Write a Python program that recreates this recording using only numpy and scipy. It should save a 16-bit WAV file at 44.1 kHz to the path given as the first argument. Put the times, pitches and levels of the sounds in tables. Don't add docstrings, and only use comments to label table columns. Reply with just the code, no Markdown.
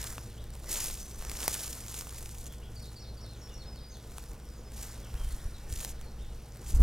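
import sys
import numpy as np
from scipy import signal
from scipy.fft import rfft, irfft, next_fast_len
from scipy.io import wavfile
from scipy.ndimage import uniform_filter1d, map_coordinates

SR = 44100
rng = np.random.default_rng(int(sys.argv[2]) if len(sys.argv) > 2 else 0)


def elevation(decibels):
    levels = np.asarray(decibels, float)
    return 10 ** (levels / 20)


def put_to_file(sound):
    columns = np.atleast_2d(sound).T
    safe = np.clip(columns, -1, 1)
    whole_steps = np.round(safe * 32767)
    wavfile.write(sys.argv[1], SR, whole_steps.astype(np.int16))


N = 300850

# start_s, pitch_hz, level_db
ENGINE_LOW = [(0, 58.6, -46), (2, 58.48, -48), (4, 58.57, -49.5), (5.5, 58.43, -47), (6.82, 58.5, -47)]
# start_s, pitch_hz, level_db
ENGINE_SECOND = [(0.0, 109.5, -54.5), (0.44, 112.7, -49.5), (0.9, 109.6, -72.5), (0.96, 111.4, -59),
                 (1.27, 108.3, -66), (1.63, 111, -55), (3.31, 111, -51), (3.9, 112.2, -72),
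                 (3.99, 110.9, -52.5), (4.34, 110.1, -67), (5.09, 112, -50), (5.48, 112.3, -59),
                 (6.5, 112.4, -54)]
# pitch_hz, level_db
ENGINE_TONES = [(130, -59), (157, -63), (210, -64.5), (226, -65), (285, -71.5), (334, -69), (468, -69),
                (823, -74.5), (1468, -76)]
# pitch_hz, level_db (per Hz)
DISTANCE_COLOUR = [(24, -15), (40, 3), (71, -5), (226, -17), (269, -19), (479, -18), (2000, -37.5),
                   (3560, -34), (8770, -41), (14800, -46), (16000, -47)]

# start_s, length_s, start_hz, end_hz, level_db
LOOSE_NOTES = [(0.287, .033, 4300, 3100, -65.5), (0.373, .04, 2900, 4000, -63),
               (.655, .037, 1990, 2000, -63), (0.885, .052, 6700, 6700, -65), (1.004, .03, 5900, 6300, -56),
               (1.12, .03, 5700, 6400, -61), (1.22, .065, 5850, 5800, -63), (2.478, .022, 3350, 3250, -68),
               (2.5, .024, 3300, 3500, -63), (2.523, .02, 3200, 2750, -69), (2.615, .035, 2650, 3500, -67),
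               (2.65, .035, 3500, 2350, -70), (3.31, .068, 4100, 2840, -69), (3.36, .056, 6080, 6900, -71),
               (3.48, .022, 3200, 3700, -63), (3.5, .027, 2950, 2820, -65), (3.897, .028, 6100, 6550, -62),
               (3.653, .014, 4850, 5120, -63), (3.667, .025, 5120, 5100, -58.5),
               (3.692, .045, 5100, 5040, -63.5), (3.806, .025, 4700, 5000, -60),
               (3.831, .045, 5000, 4800, -62), (3.582, .014, 4100, 4700, -66),
               (3.742, .012, 4400, 4700, -66), (3.91, .02, 6300, 4700, -68), (4.07, .057, 3750, 4250, -71),
               (4.44, .04, 5850, 5000, -69), (4.479, .077, 4950, 4880, -70), (4.57, .032, 6700, 6700, -70),
               (4.641, .06, 5200, 4830, -67), (5.42, .06, 1800, 1800, -72), (5.66, .049, 1820, 1820, -70)]
# start_s, length_s, start_hz, end_hz, level_db
ANSWER_NOTES = [(4.93, .04, 3550, 4070, -67), (5.02, .051, 3600, 2420, -63), (5.146, .035, 2300, 3400, -64),
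                (5.176, .075, 3250, 3020, -63), (5.303, .022, 4700, 3300, -61),
                (5.385, .035, 3100, 4200, -66), (5.448, .018, 5600, 5840, -61),
                (5.533, .038, 4200, 3350, -62.5), (5.975, .04, 2900, 4400, -72),
                (6.014, .07, 4600, 3970, -68), (6.178, .035, 2500, 3700, -67),
                (6.208, .028, 3600, 3700, -65), (6.236, .025, 3600, 2700, -65),
                (6.29, .05, 3100, 2500, -74)]
# start_s (into the figure), length_s, start_hz, end_hz, level_db (added)
FIGURE_NOTES = [
    (0, .018, 4900, 4260, 2),
    (.035, .053, 5850, 3520, -2),
    (.088, .028, 3420, 4150, -5),
    (.112, .022, 4150, 4250, -4.5),
]
FALL_NOTE = [
    (0, .05, 4650, 3070, -2.5),
]
# start_s, level_db
FIGURE_TIMES = [(2.757, -60), (2.958, -57), (3.17, -57.5)]
# start_s, level_db
FALL_TIMES = [(3.59, -60), (3.748, -60.5), (3.918, -60.5)]
# start_s, length_s, start_hz, end_hz, level_db
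HOOKED_NOTES = [(3.411, .036, 5800, 5450, -60), (3.52, .045, 6600, 5570, -62)]

# peak_s, level_db, rise_s (per 10 dB), fall_s (per 10 dB)
WIND_GUSTS = [(0.1, -46, .1, .2), (0.56, -42, .25, .1), (0.74, -41, .04, .2), (0.93, -39, .2, .1),
              (1.2, -43, .15, .3), (1.7, -45, .1, .1), (2.22, -47, .06, .2), (2.7, -51, .1, .3),
              (3.52, -46, .08, .08), (4.3, -45, .2, .5), (5.22, -35, .08, .1), (5.36, -36, .1, .04),
              (5.47, -38, .15, .1), (5.77, -39, .4, .12), (5.95, -40, .06, .3), (6.36, -36, .06, .03),
              (6.81, -20, .09, .12)]
# peak_s, level_db, pitch_hz, width_cycles
AIR_PUSHES = [(5.142, -33, 40, .35), (5.216, -28, 32, .45), (5.249, -26.5, 28, .45), (5.284, -32, 32, .39),
              (5.333, -34, 40, .35), (5.468, -29, 30, .4), (5.73, -26, 60, .42), (5.775, -31, 45, .4),
              (6.756, -20, 45, .35), (6.77, -21, 45, .35), (6.791, -18, 38, .45), (6.81, -11, 50, .5)]
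# peak_s, level_db, pitch_hz, width_cycles
AIR_PULLS = [(5.154, -27, 35, .35), (5.274, -30, 50, .35), (5.346, -28, 25, .35), (5.458, -27, 55, .35),
             (6.747, -18, 30, .3), (6.821, -16, 30, .3)]
# pitch_hz, level_db (per Hz)
RUMBLE_COLOUR = [(6, -9), (16, 1.5), (26, 1), (40, -10), (70, -13.5), (120, -28), (250, -43), (600, -62)]
# pitch_hz, level_db (per Hz)
ROAR_COLOUR = [(60, -16), (130, 3), (250, -10), (500, -19), (1500, -33), (3000, -49)]

# start_s, level_db, pitch_hz
MIDDLE_FLICKS = [(2.7539, -49, 10200), (2.7958, -46, 9370), (2.9035, -52, 10400), (2.9165, -46, 10000),
                 (2.9434, -46, 9110), (3.142, -49, 9570), (3.1904, -52, 10200), (3.2138, -50, 7750),
                 (3.2457, -50, 8650), (3.2632, -44, 9820), (3.2832, -52, 7870), (3.3335, -53, 9900),
                 (3.374, -52, 7030), (3.4174, -53, 7060), (3.4353, -46, 7540), (3.5196, -52, 7120),
                 (3.5411, -50, 7960), (3.578, -49, 7110), (3.6379, -52, 11800), (3.7187, -51, 9720),
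                 (3.7576, -48, 7550), (3.815, -55, 9150), (3.8344, -51, 8580), (3.9447, -55, 7070),
                 (3.9691, -47, 9920), (4.0, -52, 9150), (4.0739, -49, 8450), (4.1008, -48, 9280)]
# start_s, level_db, pitch_hz
LAST_FLICKS = [(4.3151, -42, 6520), (4.4867, -53, 9680), (4.5014, -51, 6520), (4.581, -48, 6690),
               (4.7192, -40, 9670), (4.8654, -41, 8830), (4.9574, -45, 9020), (5.0115, -46, 8990),
               (5.214, -41, 9750), (5.2455, -37, 10700), (5.2894, -42, 9380), (5.3094, -42, 10700),
               (5.4026, -46, 10000), (5.441, -41, 9870), (5.5677, -47, 7990), (5.6436, -50, 6830),
               (5.7004, -35, 7080), (5.7374, -33, 7580), (5.7887, -36, 8230), (5.7944, -35, 6720),
               (5.8292, -30, 7040), (5.8905, -35, 7220), (5.9194, -44, 7180), (6.4574, -51, 11200),
               (6.4862, -47, 11000), (6.5585, -40, 8510), (6.6164, -47, 9550), (6.6697, -39, 7700)]
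# start_s, level_db, pitch_hz
FIRST_FLICKS = [(0.3431, -48, 6570), (0.5384, -40, 7760), (1.4154, -28, 12600), (1.4954, -28, 8780),
                (1.5094, -28, 8900), (1.5624, -31, 7050), (1.5923, -29, 6880), (1.6064, -27, 9250),
                (1.6374, -32, 8540), (1.6791, -27, 11000), (1.8034, -37, 6620), (1.8821, -33, 6960),
                (1.9126, -33, 6720), (1.9764, -30, 7290), (2.145, -37, 10300), (2.1824, -34, 8040),
                (2.2263, -37, 9570), (2.2578, -37, 6510), (2.3461, -39, 9850), (2.4294, -44, 6590),
                (2.4573, -36, 6500), (2.4734, -38, 6960), (2.5374, -43, 6530), (2.8424, -47, 9490),
                (2.8564, -48, 9990), (2.9304, -46, 9550)]
# peak_s, level_db, rise_s (per 10 dB), fall_s (per 10 dB)
SEED_SWEEPS = [(.1, -58, .1, .1), (.76, -50, .04, .15), (2.38, -60, .3, .1), (2.85, -68, .12, .1),
               (4.17, -66, .15, .15), (5.27, -57, .1, .25), (6.76, -57, .01, .04), (6.81, -49, .015, .05)]
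# pitch_hz, level_db (per Hz)
SEED_COLOUR = [(5500, -30), (8000, -5), (9700, 0), (11500, -4), (15500, -9), (17000, -30)]

# start_s, level_db (peak), knock_db (relative to the crack), pitch_hz
STEM_SNAPS = [(0.041, -26.5, -23, 5380), (0.1804, -35.5, -1, 3450), (0.6419, -38, -14, 5000),
              (0.842, -21, -28, 9370), (0.849, -25, -30, 8050), (0.9, -30, -15, 6630),
              (1.211, -41, -5, 5000), (1.2233, -33, -9, 5940), (1.2491, -31, -16, 5800),
              (1.296, -25, -25, 5100), (1.315, -27, -28, 5910), (1.4462, -29, -17, 6300),
              (1.479, -12, -14, 8800), (1.5416, -22, -33, 7600), (1.7304, -29, -35.5, 6440),
              (2.021, -38, -9, 5000), (2.0694, -36.5, -7, 7030), (2.1247, -38, -10, 7190),
              (2.9194, -47, -8, 4220), (3.7584, -43.5, -12, 4300), (3.969, -42.5, -13, 3570),
              (4.118, -43, -12, 9280), (4.1819, -28.5, -12, 6500), (4.2386, -41, -13, 5660),
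              (4.3991, -50, -4, 5030), (5.1412, -41, -7, 6620), (5.7246, -28, -25, 5580),
              (5.8475, -22.5, -38, 4120), (6.012, -37.5, -20, 4440), (6.7476, -31, -22, 11500)]
# start_s, level_db (peak)
BLADE_CRACKS = [(0.1263, -31), (0.4399, -41), (0.503, -41), (0.5521, -38.5), (0.5985, -41), (0.6906, -30),
                (1.029, -37), (1.3884, -32), (1.4053, -28), (1.4306, -28), (1.546, -29), (1.5505, -29),
                (1.8632, -34), (1.895, -32), (1.942, -29), (2.0093, -27), (2.0926, -34), (2.207, -33),
                (2.2912, -35), (2.383, -37), (2.465, -34), (2.5237, -39), (0.926, -38), (4.333, -40),
                (4.8299, -31), (5.8112, -32), (5.877, -37), (6.571, -41), (6.6887, -38), (6.8028, -35)]

# peak_s, level_db, rise_s (per 10 dB), fall_s (per 10 dB)
LEG_SWEEPS = [(0.0, -45.5, .05, .17), (0.554, -55, .02, .016), (0.718, -37, .022, .17),
              (0.845, -43, .12, .075), (1.02, -57, .05, .12), (1.27, -49.5, .13, .4),
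              (1.438, -42, .07, .04), (1.5, -41.5, .05, .22), (1.71, -50, .2, .03), (1.97, -47, .25, .12),
              (2.17, -54, .08, .25), (2.47, -56, .5, .025), (2.525, -59, .01, .03), (2.8, -60.5, .09, .17),
              (3.5, -68, .5, .25), (4.17, -59, .18, .2), (4.31, -65, .15, .06), (4.56, -66, .12, .05),
              (4.77, -53, .035, .1), (4.83, -50, .06, .12), (4.94, -60, .1, .02), (5.27, -58, .3, .35),
              (5.72, -52, .025, .08), (5.84, -45.5, .09, .045), (5.9, -51, .05, .02), (6.02, -64, .02, .03),
              (6.5, -68, .9, .3), (6.7, -50.5, .07, .06), (6.76, -50, .03, .025), (6.815, -50, .012, .05)]
# peak_s, level_db, rise_s (per 10 dB), fall_s (per 10 dB)
FOOTSTEPS = [(0.0, -50.5, .05, .2), (0.73, -47, .045, .15), (0.86, -52, .1, .05), (1.22, -53, .03, .3),
             (1.45, -48, .12, .25), (2.0, -57, .4, .05), (2.12, -59, .06, .2), (3.6, -65, .3, .2),
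             (4.22, -64, .2, .2), (4.83, -55, .1, .2), (5.16, -59, .2, .8), (5.89, -60, .3, .1),
             (6.03, -63, .03, .1), (6.7, -60, .2, .1), (6.82, -52, .025, .05)]
# pitch_hz, level_db (per Hz)
BLADE_COLOUR = [(1200, -21), (2500, -9), (4500, -6), (6800, .8), (9000, -.5), (12000, .3), (15500, -3),
                (17000, -30.5)]
# pitch_hz, level_db (per Hz)
CRUNCH_COLOUR = [(120, -32), (250, 1), (600, -1), (1200, -0.5), (2200, -4), (3500, -13.5), (6000, -5)]

# pitch_hz, level_db (per Hz)
HISS_COLOUR = [(60, -30), (200, 2.5), (500, 7.5), (1200, -0.5), (3000, -47), (8000, 3), (16000, -1)]


def unit(x):
    return x / np.sqrt(np.mean(x ** 2) + 1e-20)


def curves(rows):
    s, *columns = np.transpose(rows)
    return [np.interp(np.arange(N) / SR, s, column) for column in columns]


def wobble(rate):
    coarse = np.arange(0, N + 64, 64)
    knots = rng.standard_normal(int(N * rate / SR) + 4)
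    return np.interp(np.arange(N), coarse, map_coordinates(knots, [coarse * rate / SR]))


def swells(rows, rest_db):
    t = np.arange(0, N + 64, 64) / SR
    s, db, rise_s, fall_s = np.transpose(rows)[:, :, None]
    away = np.where(t < s, (s - t) / rise_s, (t - s) / fall_s)
    power = elevation(2 * rest_db) + elevation(2 * db - 20 * away).sum(axis=0)
    return np.interp(np.arange(N) / SR, t, 10 * np.log10(power))


def coloured(x, points):
    size = next_fast_len(N + 8192)
    f, db = np.transpose(points)
    bins = np.log(np.fft.rfftfreq(size, 1 / SR) + 1)
    gain = elevation(np.interp(bins, np.log(f + 1), db, -120, -120))
    return unit(irfft(rfft(x, size) * gain, size)[:N])


def patchy(depth_db):
    z = signal.stft(rng.standard_normal(N), nperseg=512)[2]
    patches = uniform_filter1d(rng.standard_normal(z.shape), size=12, axis=0)
    patches = uniform_filter1d(patches, size=6, axis=1)
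    return signal.istft(z * elevation(depth_db * unit(patches)), nperseg=512)[1][:N]


def grains(count, pitch_hz, cycles, spread_db):
    start = rng.integers(0, N, count)[:, None]
    hz = np.clip(pitch_hz * np.exp(.5 * rng.standard_normal((count, 1))), 200, 17000)
    size = elevation(spread_db * np.minimum(rng.exponential(size=(count, 1)), 3.2))
    size = size * rng.choice([-1, 1], (count, 1))
    step = np.arange(48)
    tick = size * np.sin(2 * np.pi * hz * step / SR) * np.exp(-step * hz / (cycles * SR))
    return unit(np.bincount((start + step).ravel(), tick.ravel(), N + len(step))[:N])


def engine():
    t = np.arange(N) / SR
    tones = np.zeros(N)
    for hz, db in map(curves, (ENGINE_LOW, ENGINE_SECOND)):
        level = elevation(db + 3 + 1.46 * wobble(15))
        tones += level * np.sin(2 * np.pi * np.cumsum(hz) / SR + .45 * wobble(12))
    for hz, db in ENGINE_TONES:
        level = elevation(db + 2.5 + 1.33 * wobble(5))
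        tones += level * np.sin(2 * np.pi * hz * t + 0.073 * np.sqrt(hz) * wobble(8))
    wash = elevation(-49 + .5 * wobble(1.19)) * coloured(patchy(depth_db=1.9), DISTANCE_COLOUR)
    return tones + wash


def glide(rows, fall_share):
    return [(*row, fall_share if row[3] < row[2] else .58) for row in rows]


def bird(song, rough, wet_db):
    out = np.zeros(N + SR, complex)
    for s, length, start_hz, end_hz, db, half in song:
        u = np.linspace(0, 1, int(length * SR))
        middle_hz = start_hz + half * (end_hz - start_hz)
        hz = np.polyval(np.polyfit([0, .5, 1], [start_hz, middle_hz, end_hz], 2), u)
        level = elevation(db + 4.3) * np.sin(np.pi * u) ** 0.28
        out[round(s * SR):][:len(u)] += level * np.exp(2j * np.pi * np.cumsum(hz) / SR)
    hoarse = np.exp(1j * rough * wobble(250)) * elevation(2.3 * rough * wobble(120))
    whistle = (out[:N] * hoarse).real
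    t = np.arange(SR // 2) / SR
    trees = rng.standard_normal(len(t)) * elevation(-60 * t / .36) * (1 - np.exp(-t / 0.0054))
    echo = signal.fftconvolve(whistle, trees / np.linalg.norm(trees))[:N]
    return whistle + elevation(wet_db) * echo


def birds():
    figures = []
    for notes, times in ((FIGURE_NOTES, FIGURE_TIMES), (FALL_NOTE, FALL_TIMES)):
        for s, db in times:
            for later_s, length, start_hz, end_hz, note_db in notes:
                figures.append((s + later_s, length, start_hz, end_hz, db + note_db))
    song = glide(figures + LOOSE_NOTES, .36) + glide(HOOKED_NOTES, .95)
    singer = bird(song, rough=.85, wet_db=2.8)
    return singer + bird(glide(ANSWER_NOTES, .36), rough=.75, wet_db=0.5)


def wind():
    gust_db = swells(WIND_GUSTS, rest_db=-60)
    lumps = elevation(2.5 * wobble(25))
    rumble = unit(lumps * coloured(rng.standard_normal(N), RUMBLE_COLOUR))
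    roar = unit(lumps * coloured(rng.standard_normal(N), ROAR_COLOUR))
    out = np.hypot(elevation(gust_db - 2.5), elevation(-55)) * rumble
    out += elevation(2.1 * (gust_db + 24) - 38) * roar
    for sign, rows in ((1, AIR_PUSHES), (-1, AIR_PULLS)):
        for s, db, hz, cycles in rows:
            near = np.arange(round((s - .1) * SR), min(round((s + .1) * SR), N))
            turn = (near / SR - s) * hz
            out[near] += sign * elevation(db) * np.cos(2 * np.pi * turn) * np.exp(-(turn / cycles) ** 2)
    return out


def flicks():
    out, t = np.zeros(N + 600), np.arange(300) / SR
    rows = MIDDLE_FLICKS + LAST_FLICKS + FIRST_FLICKS
    for (s, db, hz), noise in zip(rows, rng.standard_normal((len(rows), len(t)))):
        rough = .7 + 1.1 * uniform_filter1d(noise, size=2)
        ring = rough * np.sin(2 * np.pi * hz * t) * elevation(-60 * t / .004)
        out[round((s + .0008) * SR):][:len(t)] += elevation(db + 3) * ring
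    return out[:N]


def seed_heads():
    level = elevation(swells(SEED_SWEEPS, rest_db=-90) + 2.4 * wobble(120))
    return level * coloured(rng.standard_normal(N), SEED_COLOUR)


def snaps():
    out, t = np.zeros(N + 600), np.arange(400) / SR
    breaks = STEM_SNAPS + [(s, db, -23, 6200) for s, db in BLADE_CRACKS]
    for (s, db, knock_db, hz), noise in zip(breaks, rng.standard_normal((len(breaks), 2, len(t)))):
        crack = np.diff(noise[0], prepend=0) * .75 * elevation(-60 * t / .005)
        rough = 1.5 * uniform_filter1d(noise[1], size=5)
        ring = rough * np.sin(2 * np.pi * hz * t) * elevation(-60 * t / 0.0081)
        turn = 2 * np.pi * (1250 - 14 * (db + 37)) * t
        knock = (np.sin(turn) + .45 * np.sin(2.2 * turn)) * elevation(-60 * t / 0.0042)
        whole = crack + ring + elevation(knock_db + 11) * knock
        out[round((s + .0008) * SR):][:len(t)] += elevation(db - 0.2) * whole
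    return out[:N]


def grass():
    swish_db = swells(LEG_SWEEPS, rest_db=-77)
    tread_db = swells(FOOTSTEPS, rest_db=-66)
    flutter = elevation(1.1 * wobble(80) + 2.4 * wobble(170))
    ticks = grains(count=16000, pitch_hz=10000, cycles=0.84, spread_db=5.1)
    blades = unit(flutter * coloured(patchy(depth_db=0.94) + .6 * ticks, BLADE_COLOUR))
    broad = uniform_filter1d(blades, size=4)
    swish = blades + (elevation(2.2) - 1) * broad
    crunch = coloured(patchy(depth_db=2.0) + 0.28 * ticks, CRUNCH_COLOUR)
    stray = coloured(grains(count=500, pitch_hz=11500, cycles=1.5, spread_db=4), BLADE_COLOUR)
    return elevation(-72) * stray + elevation(swish_db + 3.5) * swish + elevation(tread_db + 1.34) * crunch


def scene():
    background = engine() + birds() + wind()
    walk = flicks() + seed_heads() + snaps() + grass()
    return np.tile(background + walk, (2, 1))


def band_limit(x):
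    return signal.sosfilt(signal.butter(12, 16680, fs=SR, output="sos"), x)


def record(dry):
    hiss = elevation(-69) * np.array([coloured(noise, HISS_COLOUR) for noise in rng.standard_normal((2, N))])
    left = np.append(0, dry[0, :-1])
    size = next_fast_len(N)
    spectrum = rfft(np.array([left, dry[1]]) + hiss, size)
    spectrum[:, np.fft.rfftfreq(size, 1 / SR) > 15960] *= elevation(-80)
    mix = irfft(spectrum, size)[:, :N]
    return band_limit(mix)


dry = scene()
out = record(dry)
put_to_file(out)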